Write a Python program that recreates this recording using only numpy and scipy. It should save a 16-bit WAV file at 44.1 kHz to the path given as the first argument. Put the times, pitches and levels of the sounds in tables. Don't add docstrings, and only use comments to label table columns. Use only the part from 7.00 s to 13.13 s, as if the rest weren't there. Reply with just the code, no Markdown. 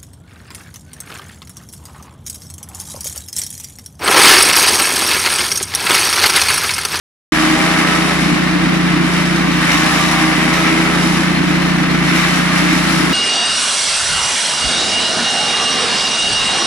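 import sys
import numpy as np
from scipy import signal
from scipy.fft import rfft, irfft
from scipy.io import wavfile
from scipy.ndimage import uniform_filter1d

SR = 44100
rng = np.random.default_rng(int(sys.argv[2]) if len(sys.argv) > 2 else 0)


def wav_out(sig):
    wavfile.write(sys.argv[1], SR, np.round(np.clip(np.atleast_2d(sig).T, -1, 1) * 32767).astype(np.int16))


N = 270333
T = np.arange(N) / SR
BINS_HZ = np.maximum(np.fft.rfftfreq(N, 1 / SR), 1)

# start_s, length_s, chop_db, spray_db
BUNDLES = [(0.168, 0.79, -19.5, -23.5), (1.997, 0.19, -30, -27.5), (2.542, 1.22, -21, -26.5),
           (2.64, 0.38, -30, -26), (3.983, 0.17, -35, -28), (4.995, 0.77, -25, -25.5),
           (5.827, 0.24, -28, -26)]
# time_s, cuts_per_s
CUT_RATE = [(0.32, 77.9), (0.48, 78.3), (0.6, 80), (0.78, 81), (1.15, 81.6), (2.0, 81.4), (2.35, 82.1),
            (2.55, 81.4), (2.74, 76.9), (2.92, 79.1), (3.27, 78.8), (3.55, 80.4), (3.8, 81.2), (4.08, 81.1),
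            (4.35, 82.5), (5.0, 81.2), (5.7, 81.2), (6.13, 82)]
# time_s, cleanness (0-1)
CLEAN_CUT = [(0.32, .65), (0.6, .9), (1.15, .9), (1.4, .4), (2.7, .6), (3.2, .55), (3.5, .9), (4.1, .9),
             (4.4, .35), (6.1, .55)]
# frequency_hz, level_db
CHOP_SPECTRUM = [(350, -57), (560, -3), (800, -2), (950, 4), (1200, 1), (1500, 3.5), (2100, 6.5),
                 (2800, -1.5), (3600, -4.5), (5200, -23), (7000, -23), (14000, -47)]
# start_s, length_s, level_db
GRIPS = [(0.28, 0.27, -19), (0.76, 0.11, -23.5), (2.7, 0.24, -24.5), (3.16, 0.36, -25), (3.64, 0.18, -19),
         (3.86, 0.2, -26.5)]
# multiple of the cut rate, level_db
BUZZ_ORDERS = [(2, -16), (3, -4.5), (4, 0)]
# start_s, length_s, level_db
LEAFY_TOPS = [(0.5, 0.6, -35), (2.03, 0.35, -43), (3.33, 0.7, -35.5)]
THICK_ENDS = [(0.25, 0.28, -36), (2.64, 0.62, -35), (5.08, 0.7, -43)]
# frequency_hz, level_db
WHINE_SPECTRUM = [(400, 0), (480, -1), (560, -1), (645, -5), (730, -5), (800, -5), (890, -8), (970, -4),
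                  (1050, -9), (1220, -8), (1300, -0.5), (1400, -9)]
GROAN_SPECTRUM = [(400, -14), (560, -8), (630, -3), (705, 0), (790, -1.5), (870, -9), (1020, -3),
                  (1100, -3), (1180, 0), (1260, -8), (1450, -10)]
# time_s, level_db
KNOTS = [(0.78, -23), (2.72, -20.5), (3.19, -21), (3.41, -24), (3.52, -20.5), (3.68, -19), (3.86, -21.5),
         (5.15, -19), (5.24, -20), (5.48, -24), (5.56, -21), (5.71, -19)]
# frequency_hz, level_db
RASP_SPECTRUM = [(500, -29), (1100, -1), (1550, 2), (1850, 0), (2250, 8), (2600, -5), (3600, -9),
                 (6000, -42), (12000, -53)]
# start_s, length_s, level_db
SPLITS = [(0.39, 0.071, -34), (1.724, 0.015, -30), (2.355, 0.015, -29), (2.512, 0.022, -26.5),
          (2.67, 0.18, -30), (2.712, 0.025, -20.5), (2.835, 0.035, -30), (2.92, 0.17, -24.5),
          (3.18, 0.053, -31), (3.53, 0.022, -24), (3.586, 0.014, -29), (3.643, 0.018, -30),
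          (4.139, 0.014, -32), (4.464, 0.014, -31), (4.66, 0.02, -32), (4.759, 0.013, -32),
          (4.903, 0.014, -32), (5.155, 0.044, -23.5), (5.23, 0.033, -31), (5.336, 0.011, -25),
          (5.56, 0.04, -27), (5.685, 0.094, -27), (5.901, 0.015, -27)]
# pitch_hz, width_hz, level_db
STALK_MODES = [(820, 110, -2), (1170, 200, 1), (2750, 700, 4), (3750, 800, 4), (5300, 1100, -2)]
# start_s, level_db, pitch_hz
KNOCKS = [(2.742, -22, 1150), (2.848, -21, 1140), (3.008, -23.5, 1140), (3.203, -25, 800),
          (3.457, -25.5, 820), (4.065, -25, 1290), (4.118, -28, 780), (4.503, -25.5, 760),
          (5.191, -25, 1200), (5.244, -27, 800), (5.5, -25, 980)]
# frequency_hz, level_db
SPRAY_SPECTRUM = [(1500, 10), (3000, 5), (5000, 6.5), (6400, -0.5), (7500, 1.5), (8300, -3), (9300, 2.5),
                  (10200, 1), (11500, -9), (13000, -12), (15000, -28)]
# centre_hz, width_hz, gain_db
CHUTE_BANDS = [(1830, 160, 1), (2700, 150, 1.5), (3000, 140, 2), (3280, 250, -2), (3780, 250, 2),
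               (4030, 120, -1.5), (4420, 250, -2.5), (5050, 200, 1), (5800, 280, 4), (7550, 400, 1.5),
               (8200, 300, -2)]
# time_s, cycles_per_s
MOTOR_SPEED = [(0.32, 28.42), (0.48, 28.58), (0.75, 29.32), (1.52, 29.57), (1.92, 29.29), (2.43, 29.65),
               (2.74, 28.24), (2.96, 28.85), (3.27, 28.72), (3.75, 29.43), (4.02, 29.26), (4.41, 29.83),
               (5.04, 29.09), (5.19, 29.33), (6.13, 29.5)]
# multiple of the cycle rate, level_db
THROB_ORDERS = [(5, -6.5), (6, 1), (7, -17), (8, -41), (9, -12.5), (10, -12), (11, -11), (12, -17.5),
                (13, -46)]
SHAKE_ORDERS = [(1, -19), (2, -1), (3, -11.5), (4, -49), (7, 0)]
# frequency_hz, level_db
DRONE_SPECTRUM = [(25, -30), (90, -15), (120, -27), (160, 0), (215, -19), (240, 3.5), (262, 3), (278, -3.5),
                  (300, 6.5), (335, 1.5), (358, -6), (390, -13.5), (500, -25), (900, -76)]
# time_s, level_db
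DRONE_SWELLS = [(0.5, -24), (1.31, -19), (1.64, -19), (1.98, -19), (2.5, -27), (3.74, -39), (4.35, -25),
                (4.5, -19.5), (4.86, -21.5), (5.08, -22), (5.68, -19.5), (6.06, -21)]
DRONE_LULLS = [0.69, 1.16, 3.58, 4.24, 5.29, 5.47, 5.9]
# pitch_hz, width_hz, level_db
PANEL_MODES = [(407, 14, -16), (648, 18, -8), (797, 30, -4.5), (1100, 24, -4), (1178, 30, 0),
               (1297, 28, -1.5), (1625, 30, -6), (1690, 35, -4), (1780, 40, -3), (1875, 55, -1.5),
               (2010, 50, -1.5), (2120, 45, -1.5), (2290, 60, -4), (3030, 70, -9)]
# frequency_hz, level_db
CLATTER_SPECTRUM = [(300, 4), (420, -3.5), (700, -0.5), (1200, 0), (2000, 1.5), (2600, -3.5), (3300, -7),
                    (5000, -11), (6300, -19), (8200, -22), (9800, -18), (11500, -31.5), (15000, -52)]
# time_s, level_db
RING_LEVEL = [(0.4, -21), (0.9, -27), (1.3, -19), (1.9, -24), (2.9, -16), (3.9, -27), (4.3, -18.5),
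              (5.0, -19.5), (5.6, -14), (6.1, -22)]
# frequency_hz, likeness (0-1), left_lead_rad, left_minus_right_db
MIC_PORTS = [(58, 0.9, -0.12, 0), (177, 0.93, -0.62, 0), (333, 0.54, -0.46, 0), (466, 0.98, -1.1, -1.5),
             (500, 1, -1.72, -2.5), (775, 0.05, 0.52, 2), (1300, 0.88, 0.37, 0), (1600, 0.43, 0.74, -3),
             (2280, 0.52, 1.5, 2), (3650, 0.17, 1.13, 1.5), (6540, 0, 0.8, -2.5), (9160, 0.01, -0.28, -1),
             (10400, 0, -0.17, 8), (14000, .02, 0, 0)]

EMPTY_CHOP_DB, EMPTY_SPRAY_DB = -27, -36.5
FULL_LOAD_DB, FULL_BUZZ_DB = -17.5, -13
SPRAY_LINGER = 1.335


def chopping(cuts, panel_db=-2.5):
    cleanness, = in_time(CLEAN_CUT)
    roar = colour(knife_hits(cuts, cleanness), CHOP_SPECTRUM)
    return roar + from_db(panel_db) * resonances(knife_hits(cuts, cleanness), PANEL_MODES)


def knife_hits(cuts, cleanness):
    cracks = strokes(cuts, decay_turns=.49, uneven_db=1) * rng.standard_normal((2, N))
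    tumble = impacts(per_s=1100, spread_db=1, ring_s=.0015)
    return cleanness * cracks + np.sqrt(1 - cleanness ** 2) * tumble


def feeding(bite_s=.092):
    cutting = [(start, length, db) for start, length, db, _ in BUNDLES]
    flying = [(start, length * SPRAY_LINGER, db) for start, length, _, db in BUNDLES]
    chop = held_power(cutting, bite_s, release_db_per_s=21, thinning_db_per_s=3.5)
    chop += from_db(EMPTY_CHOP_DB) ** 2
    chaff = held_power(flying, bite_s, release_db_per_s=58, thinning_db_per_s=.5)
    chaff += from_db(EMPTY_SPRAY_DB) ** 2
    buzz = held_power(GRIPS, attack_s=.042, release_db_per_s=90) + chop * from_db(-12) ** 2
    return np.sqrt([chop, chaff, buzz])


def knife_buzz(cuts, orders):
    phase = 2 * np.pi * (cuts + .0012 * drift(14))
    out = 0
    for k, gain in orders:
        waver = from_db(min(.2 * k, 2.5) * drift(4))
        out += gain * waver * np.sqrt(2) * np.cos(k * phase + rng.uniform(0, 2 * np.pi))
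    return out


def knife_strain(cuts, cut_rate, events, spectrum, panel_lift=.69):
    points_hz, points_db = np.transpose(spectrum)
    orders = []
    for k in range(5, 19):
        hz = k * cut_rate
        gain = from_db(np.interp(np.log(hz), np.log(points_hz), points_db))
        ringing = sum(1 / (1 + (2 * (hz - centre) / width) ** 2) for centre, width, _ in PANEL_MODES)
        orders.append((k, gain * (1 + panel_lift * ringing)))
    envelope = np.sqrt(held_power(events, attack_s=.08, release_db_per_s=50))
    return envelope * knife_buzz(cuts, orders)


def knot_rasp(cuts):
    envelope = np.sqrt(swell_power(KNOTS, width_s=.044))
    return envelope * colour(knife_hits(cuts, cleanness=.5), RASP_SPECTRUM)


def stalk_crunch(cuts):
    envelope = np.sqrt(held_power(SPLITS, attack_s=.0033, release_db_per_s=130))
    return envelope * resonances(knife_hits(cuts, cleanness=.33), STALK_MODES)


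def knocks(rise_s=.011, reach_octaves=.35):
    hz, _, panel_db = np.transpose(PANEL_MODES)
    age = np.arange(SR // 6) / SR
    envelope = age / rise_s * np.exp(1 - age / rise_s)
    out = np.zeros(N + SR)
    for start_s, level_db, pitch_hz in KNOCKS:
        gains = from_db(panel_db) * np.exp(-(np.log2(hz / pitch_hz) / reach_octaves) ** 2)
        tones = np.sin(2 * np.pi * (hz[:, None] * age + rng.random((len(hz), 1))))
        start = int(start_s * SR)
        out[start:start + len(age)] += from_db(level_db) * envelope * rms_one(gains @ tones)
    return out[:N]


def chip_ping(start_s=4.35, pitch_hz=4190, level_db=-22.5, decay_s=.014):
    age = np.maximum(T - start_s, 0)
    return from_db(level_db) * np.sin(2 * np.pi * pitch_hz * age) * np.exp(-age / decay_s)


def chaff_spray(cuts):
    chips = impacts(per_s=1900, spread_db=5, ring_s=.013)
    puffs = np.exp(.16 * strokes(cuts, decay_turns=.58, uneven_db=1.5))
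    return colour(chips * puffs, SPRAY_SPECTRUM)


def motor(cycles, orders, uneven_db, crest_turns=.5894):
    phase = 2 * np.pi * (cycles - crest_turns + .003 * drift(22))
    out = 0
    for k, db in orders:
        lag = .16 * (k - 6) ** 2
        out -= from_db(db + uneven_db * k * drift(7.4)) * np.cos(k * phase - lag)
    return rms_one(out)


def motor_throb(cycles, chop_gain, buzz_gain, recovery_s=.14):
    empty, full = from_db([EMPTY_CHOP_DB, FULL_LOAD_DB])
    load = (chop_gain - empty) / (full - empty)
    load = np.maximum(load, np.interp(T - recovery_s, T, load))
    firmness = (buzz_gain / from_db(FULL_BUZZ_DB)) ** 2
    level_db = -16 - 6.5 * load - 8.5 * firmness
    return from_db(level_db) * motor(cycles, THROB_ORDERS, uneven_db=.11)


def housing_drone(cycles, crest_turns=.4, lull_db=-3, lull_width_s=.041):
    base_power = from_db(-22.5 + .3 * drift(4.5)) ** 2
    dips_db = lull_db * sum(np.exp(-((T - s) / lull_width_s) ** 2) for s in DRONE_LULLS)
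    envelope = from_db(dips_db) * np.sqrt(base_power + swell_power(DRONE_SWELLS, width_s=.097))
    rough = colour(impacts(per_s=490, spread_db=1.5, ring_s=.0033), DRONE_SPECTRUM)
    levelled = rough / np.sqrt(uniform_filter1d(rough ** 2, size=SR // 7) + 1e-9)
    pulse = 1 + .38 * np.cos(2 * np.pi * (cycles - crest_turns))
    return envelope * rms_one(levelled * pulse)


def gear_clatter(cycles):
    rattle = impacts(per_s=1200, spread_db=2, ring_s=.006) * (1 + .015 * np.cos(2 * np.pi * cycles))
    panels = resonances(impacts(per_s=720, spread_db=4, ring_s=.0026), PANEL_MODES)
    ring = resonate(impacts(per_s=150, spread_db=1.5, ring_s=.004), hz=4192, width_hz=42)
    ring_db, = in_time(RING_LEVEL)
    return colour(rattle, CLATTER_SPECTRUM) + from_db(-9) * panels + from_db(ring_db) * ring


def chute(x):
    bands = sum((from_db(db) - 1) / (1 + 2j * (BINS_HZ - hz) / width) for hz, width, db in CHUTE_BANDS)
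    return irfft(rfft(x) * (1 + bands), N)


def microphone(direct, scattered):
    likeness, lead_rad, balance_db = in_frequency(MIC_PORTS)
    sides = np.array([[1], [-1]])
    mid, side = rfft(scattered)
    pair = rfft(direct) + np.sqrt((1 + likeness) / 2) * mid + sides * np.sqrt((1 - likeness) / 2) * side
    return irfft(pair * from_db(sides * balance_db / 2) * np.exp(.5j * sides * lead_rad), N)


def impacts(per_s, spread_db, ring_s):
    sizes = from_db(spread_db * np.minimum(rng.exponential(1, N), 4))
    hits = (rng.random(N) < per_s / SR) * sizes
    energy = signal.lfilter([1], [1, -np.exp(-1 / (ring_s * SR))], hits ** 2 + 1e-18)
    return rms_one(np.sqrt(energy) * rng.standard_normal((2, N)))


def strokes(turns, decay_turns, uneven_db):
    strength = from_db(uneven_db * rng.standard_normal(1000))
    return rms_one(strength[turns.astype(int)] * np.exp(-(turns % 1) / decay_turns))


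def held_power(events, attack_s, release_db_per_s, thinning_db_per_s=0):
    power = 0
    for start_s, length_s, level_db in events:
        age = T - start_s
        thinned_db = thinning_db_per_s * np.clip(age, 0, length_s)
        released_db = release_db_per_s * np.maximum(age - length_s, 0)
        power += (np.clip(age / attack_s, 0, 1) * from_db(level_db - thinned_db - released_db)) ** 2
    return power


def swell_power(events, width_s):
    return sum(from_db(db) ** 2 * np.exp(-((T - s) / width_s) ** 2) for s, db in events)


def resonate(x, hz, width_hz):
    r = np.exp(-np.pi * width_hz / SR)
    return rms_one(signal.lfilter([1, 0, -1], [1, -2 * r * np.cos(2 * np.pi * hz / SR), r * r], x))


def resonances(x, modes):
    return rms_one(sum(from_db(db) * resonate(x, hz, width) for hz, width, db in modes))


def colour(x, spectrum):
    skirt = np.minimum(BINS_HZ / spectrum[0][0], 1) ** 2
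    return rms_one(irfft(rfft(x) * from_db(in_frequency(spectrum)[0]) * skirt, N))


def drift(rate_hz):
    return rms_one(irfft(rfft(rng.standard_normal(N)) / (1 + (BINS_HZ / rate_hz) ** 4), N))


def in_time(rows):
    time_s, *columns = np.transpose(rows)
    return [np.interp(T, time_s, column) for column in columns]


def in_frequency(rows):
    hz, *columns = np.transpose(rows)
    return [np.interp(np.log(BINS_HZ), np.log(hz), column) for column in columns]


def from_db(db):
    return 10 ** (np.asarray(db) / 20)


def rms_one(x):
    return x / np.sqrt(np.mean(x ** 2) + 1e-20)


def scene():
    speed, = in_time(MOTOR_SPEED)
    cut_rate, = in_time(CUT_RATE)
    cycles, cuts = np.cumsum(speed) / SR, np.cumsum(cut_rate) / SR
    chop_gain, spray_gain, buzz_gain = feeding()
    throb = motor_throb(cycles, chop_gain, buzz_gain)
    shake = from_db(-30) * motor(cycles, SHAKE_ORDERS, uneven_db=.6)
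    buzz = buzz_gain * knife_buzz(cuts, [(k, from_db(db)) for k, db in BUZZ_ORDERS])
    whine = knife_strain(cuts, cut_rate, LEAFY_TOPS, WHINE_SPECTRUM)
    groan = knife_strain(cuts, cut_rate, THICK_ENDS, GROAN_SPECTRUM)
    machine = housing_drone(cycles) + from_db(-19.5) * gear_clatter(cycles)
    stalks = chop_gain * chopping(cuts) + knot_rasp(cuts) + stalk_crunch(cuts)
    chaff = spray_gain * chaff_spray(cuts)
    direct = throb + shake + buzz + whine + groan + knocks() + chip_ping()
    return microphone(direct, scattered=chute(machine + stalks + chaff))


def record(dry, start_s=.32, ceiling=.92, cutoff_hz=14850):
    opened = dry * np.clip((T - start_s) / .003, 0, 1)
    rounded = opened / (1 + (opened / ceiling) ** 8) ** (1 / 8)
    return signal.sosfilt(signal.ellip(10, .2, 80, cutoff_hz, fs=SR, output="sos"), rounded)


dry = scene()
out = record(dry)
wav_out(out)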